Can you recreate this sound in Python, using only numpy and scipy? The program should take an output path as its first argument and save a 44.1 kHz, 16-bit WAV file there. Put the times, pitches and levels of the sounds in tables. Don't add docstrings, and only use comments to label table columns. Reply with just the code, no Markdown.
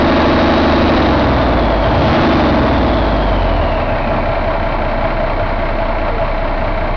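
import sys
import numpy as np
from scipy import signal
from scipy.fft import rfft, irfft, next_fast_len
from scipy.io import wavfile
from scipy.ndimage import uniform_filter1d

SR = 44100
rng = np.random.default_rng(int(sys.argv[2]) if len(sys.argv) > 2 else 0)


def to_wav(s):
    ch = np.atleast_2d(s).T
    pcm = np.round(np.clip(ch, -1, 1) * 32767)
    wavfile.write(sys.argv[1], SR, pcm.astype(np.int16))


N = 306936
TIME = np.arange(N) / SR


def gain_of(db):
    return 10 ** (np.asarray(db) / 20)


def evened(x):
    return x / np.sqrt(np.mean(x ** 2) + 1e-20)


def read(points, hz):
    f, db = np.transpose(points)
    return gain_of(np.interp(np.log(hz + 1), np.log(f), db))


def colour(x, points):
    size = next_fast_len(N + 4096)
    gain = read(points, np.fft.rfftfreq(size, 1 / SR))
    return irfft(rfft(x, size) * gain, size)[:N]


def ring(x, modes):
    total = np.zeros(N)
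    for k, (hz, width, db) in enumerate(modes):
        b, a = signal.iirpeak(hz, hz / width, SR)
        total += (-1) ** k * gain_of(db) * signal.lfilter(b, a, x)
    return total


def wander(hz):
    steps = rng.standard_normal(N // 32 + 2000)
    lowpass = signal.butter(2, hz, fs=SR / 32, output="sos")
    slow = signal.sosfilt(lowpass, steps)[-(N // 32 + 1):]
    return evened(np.interp(np.arange(N) / 32, np.arange(len(slow)), slow))


def lagging(x, start, lag_s):
    keep = np.exp(-1 / (lag_s * SR))
    return start + signal.lfilter([1 - keep], [1, -keep], x - start)


def level(law, revs, pull, coast):
    idle_db, revs_db, pull_db, coast_db = law
    return idle_db + revs_db * revs + pull_db * pull + coast_db * coast


# (t/s, firing rate f/Hz)
SPEED = [(0, 75.21), (0.9, 75.2), (1.35, 61.11), (1.82, 48.72), (1.98, 58.85), (2.15, 72.61), (2.25, 76.92),
         (2.55, 66.16), (3.15, 49.85), (3.9, 32.55), (4.3, 32.73), (4.8, 31.49), (5.7, 30.54),
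         (6.96, 30.11)]


def firing_rate():
    s, rate = np.transpose(SPEED)
    return np.interp(TIME, s, rate)


def effort(rate, smooth_s=0.06, coast_hz_per_s=22):
    change = uniform_filter1d(np.gradient(rate) * SR, max(1, round(smooth_s * SR)))
    revs = (rate - rate.min()) / np.ptp(rate)
    pull = np.clip(change / change.max(), 0, 1)
    coast = np.clip(-change / coast_hz_per_s, 0, 1)
    return revs, pull, coast


CYLINDERS = [0.52, 1, -1.3, -0.44, 0.5, -0.58]


def strokes(firings, lag, repeat, depth_db):
    count, within = np.divmod(firings - lag, 1)
    cylinder = count.astype(int) % len(CYLINDERS)
    age = np.arange(N) - np.searchsorted(count, count)
    own = rng.standard_normal((len(CYLINDERS), 4096))[cylinder, age % 4096]
    repeat = np.clip(repeat, 0, 1)
    burst = np.sqrt(repeat) * own + np.sqrt(1 - repeat) * rng.standard_normal(N)
    decay_db = np.take(CYLINDERS, cylinder) - depth_db * within
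    return burst * uniform_filter1d(gain_of(decay_db), size=100)


# (f/Hz, width/Hz, relative level/dB)
BLOCK = [(570, 35.3, -6.5), (608, 29.6, 0), (663.2, 35.2, -1), (834.3, 31.5, -5), (888, 40, -7.5),
         (980, 100, -9.5), (1148.5, 84, -12.5)]
# (idle level/dB, dB more at top speed, dB more pulling hard, dB more coasting)
KNOCK_LEVEL = (-16.5, 5, 1.5, -0.33)


def knock(firings, load):
    ringing = evened(ring(strokes(firings, lag=0.1479, repeat=0.76, depth_db=1.5), BLOCK))
    uneven_db = 1.3 * wander(15)
    return gain_of(level(KNOCK_LEVEL, *load) + uneven_db) * ringing


# (f/Hz, relative level per Hz/dB)
RATTLE = [(25, -0.5), (60, 3), (100, 2), (180, -3), (350, 1.5), (450, 1.5), (560, 5.5), (1000, -1.5),
          (1300, -6), (2100, -12.5), (2700, -18), (3500, -18.5), (4200, -17.5), (5200, -27.5),
          (7000, -33.5)]
# (idle level/dB, dB more at top speed, dB more pulling hard, dB more coasting)
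RATTLE_LEVEL = (-22, 13, 2, 0.64)


def rattle(firings, load):
    chatter = evened(colour(strokes(firings, lag=.17, repeat=0.62, depth_db=2.5), RATTLE))
    return gain_of(level(RATTLE_LEVEL, *load)) * chatter


# (f/Hz, width/Hz, relative level/dB)
COVER = [(1353, 90, 2), (1579, 95, -0.5), (1827, 130, -2.5), (2095, 84, -2), (2290, 75, -2),
         (2670, 240, -10), (3100, 90, -11), (4130, 750, -22.5)]
# (idle level/dB, dB more at top speed, dB more pulling hard, dB more coasting)
TICKS_LEVEL = (-25, -6, -2.5, -1.5)


def ticks(firings, load):
    ticking = evened(ring(strokes(firings, lag=.18, repeat=.5, depth_db=10.5), COVER))
    return gain_of(level(TICKS_LEVEL, *load)) * ticking


SETTLE_DB_PER_S = -0.51


def clatter(firings, load):
    parts = knock(firings, load) + rattle(firings, load) + ticks(firings, load)
    return gain_of(SETTLE_DB_PER_S * TIME) * parts


# (f/Hz, level/dB before the dip below)
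ROCKING = [(30, -17), (35, -20.5), (43, -13.5), (52, -14.5), (64, -16), (76, -15.5)]
THROB_DIP_DB, THROB_DIP_POWER = -27.5, 5.5


def throb(firings, rate, revs, pull, lead=0.37):
    rocking = np.sqrt(2) * np.cos(2 * np.pi * (firings + lead))
    dip_db = THROB_DIP_DB * pull * revs ** THROB_DIP_POWER
    return read(ROCKING, rate) * gain_of(dip_db) * rocking


# (multiple of the crank speed, relative level/dB, dB more pulling hard)
GROWL = [(4, -2.5, -8.5), (5, -10.5, 8), (6, 1, 7), (7, -9, 20.5)]
# (f/Hz, gain/dB)
BOOM = [(60, -38), (68, -34.5), (80, -23.5), (91, -24), (101, -28.5), (114, -29.5), (133, -23),
        (152, -25.5), (180, -33)]
GROWL_COAST_DB = 3.5


def growl(firings, rate, pull, coast, rough=0.45):
    crank, crank_hz = firings / 3, rate / 3
    lines = np.zeros(N)
    for multiple, db, pull_db in GROWL:
        k = round(multiple)
        roughness = evened(1 + rough * wander(25))
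        strength = read(BOOM, k * crank_hz) * gain_of(db + pull_db * pull) * roughness
        lines += strength * np.sqrt(2) * np.cos(2 * np.pi * (k * crank + rng.random()))
    return gain_of(GROWL_COAST_DB * coast) * lines


# (multiple of the crank speed, relative level/dB)
DRONE = [(1, -21), (2, -9), (7, -8), (9, 0.5), (10, -1.5), (11, -2.5), (12, -7.5), (13, -2.5), (14, 0.5),
         (15, -8.5), (16, -3.5), (17, -5.5), (19, -1.5), (22, -2)]
# (f/Hz, gain/dB)
PIPE = [(30, -3.5), (90, 1), (135, -1.5), (185, -5), (228, 0.5), (310, 3.5), (355, -2), (400, -15.5),
        (470, -13), (550, -6.5)]
# (at idle/dB, dB more at top speed, dB more pulling hard, dB more coasting)
DRONE_LEVEL = (-30, 18.5, -5, 1)


def drone(firings, rate, load, waver=.11):
    crank, crank_hz = firings / 3, rate / 3
    lines = np.zeros(N)
    for multiple, db in DRONE:
        k = round(multiple)
        strength = gain_of(db) * read(PIPE, k * crank_hz) * (1 + waver * wander(29))
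        lines += strength * np.cos(2 * np.pi * (k * crank + rng.random()))
    return gain_of(level(DRONE_LEVEL, *load)) * lines * (rate / rate.max()) ** 0.92


# (f/Hz, width/Hz, relative level/dB)
PUFFS = [(77.6, 14, -1.5), (99.9, 17.6, -0.5), (129.8, 15, -4.5), (231, 21.6, -3), (281.7, 20, -4),
         (314, 44.4, -6)]
# (idle level/dB, dB more at top speed, dB more pulling hard, dB more coasting)
PUFFS_LEVEL = (-24, 7.5, 8.5, -1)


def puffs(firings, load):
    air = evened(ring(strokes(firings, lag=.8, repeat=0.48, depth_db=7.5), PUFFS))
    return gain_of(level(PUFFS_LEVEL, *load)) * air


GULP_S, GULP_LENGTH_S, GULP_DB = 4.14, 0.09, 5


def intake(firings, rate, load):
    gulp_db = GULP_DB * np.exp(-((TIME - GULP_S) / GULP_LENGTH_S) ** 2)
    return gain_of(gulp_db) * (drone(firings, rate, load) + puffs(firings, load))


TURBO_HZ, TURBO_POWER = 3930, 0.65
TURBO_LAG_S, TURBO_START = 0.36, 0.92
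TURBO_DB, TURBO_DB_PER_OCTAVE, TURBO_COAST_DB = -26.5, 17.5, -34.5


def turbo(rate, coast, width_hz=115, flutter_db=0.6, fade_s=0.25):
    hz = TURBO_HZ * lagging(rate / rate.max(), TURBO_START, TURBO_LAG_S) ** TURBO_POWER
    free = lagging(coast, 0, fade_s)
    driven_db = TURBO_DB + TURBO_DB_PER_OCTAVE * np.log2(hz / TURBO_HZ)
    db = (1 - free) * driven_db + free * TURBO_COAST_DB
    angle = 2 * np.pi * np.cumsum(hz) / SR
    whistle = wander(width_hz) * np.cos(angle) + wander(width_hz) * np.sin(angle)
    return gain_of(db) * evened(whistle * gain_of(flutter_db * wander(29)))


SQUEAK_S, SQUEAK_LENGTH_S, SQUEAK_DB = 6.07, 0.14, -25
SQUEAK_HZ, SQUEAK_FALL_HZ_PER_S = 500, 510


def squeak():
    age = np.clip(TIME - SQUEAK_S, 0, SQUEAK_LENGTH_S)
    hz = SQUEAK_HZ - SQUEAK_FALL_HZ_PER_S * age
    swell = np.sin(np.pi * age / SQUEAK_LENGTH_S)
    tone = np.sqrt(2) * np.sin(2 * np.pi * np.cumsum(hz) / SR)
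    return gain_of(SQUEAK_DB) * swell * tone


def scene():
    rate = firing_rate()
    firings = np.cumsum(rate) / SR
    load = revs, pull, coast = effort(rate)
    bass = throb(firings, rate, revs, pull) + growl(firings, rate, pull, coast)
    engine = clatter(firings, load) + bass + intake(firings, rate, load) + turbo(rate, coast)
    return (engine + squeak())[None]


# (f/Hz, gain/dB)
RECORDER = [(3000, 0), (4200, 0), (5000, -3), (6000, -10), (6800, -22.5), (7500, -36.5)]
EDGE_HZ = 7400


def record(dry, ceiling=0.35, hardness=8):
    clipped = dry[0] / (1 + abs(dry[0] / ceiling) ** hardness) ** (1 / hardness)
    dull = colour(clipped - clipped.mean(), RECORDER)
    lowpass = signal.firwin(255, EDGE_HZ, window=("kaiser", 9), fs=SR)
    return signal.oaconvolve(dull, lowpass, "same")[None]


dry = scene()
out = record(dry)
to_wav(out)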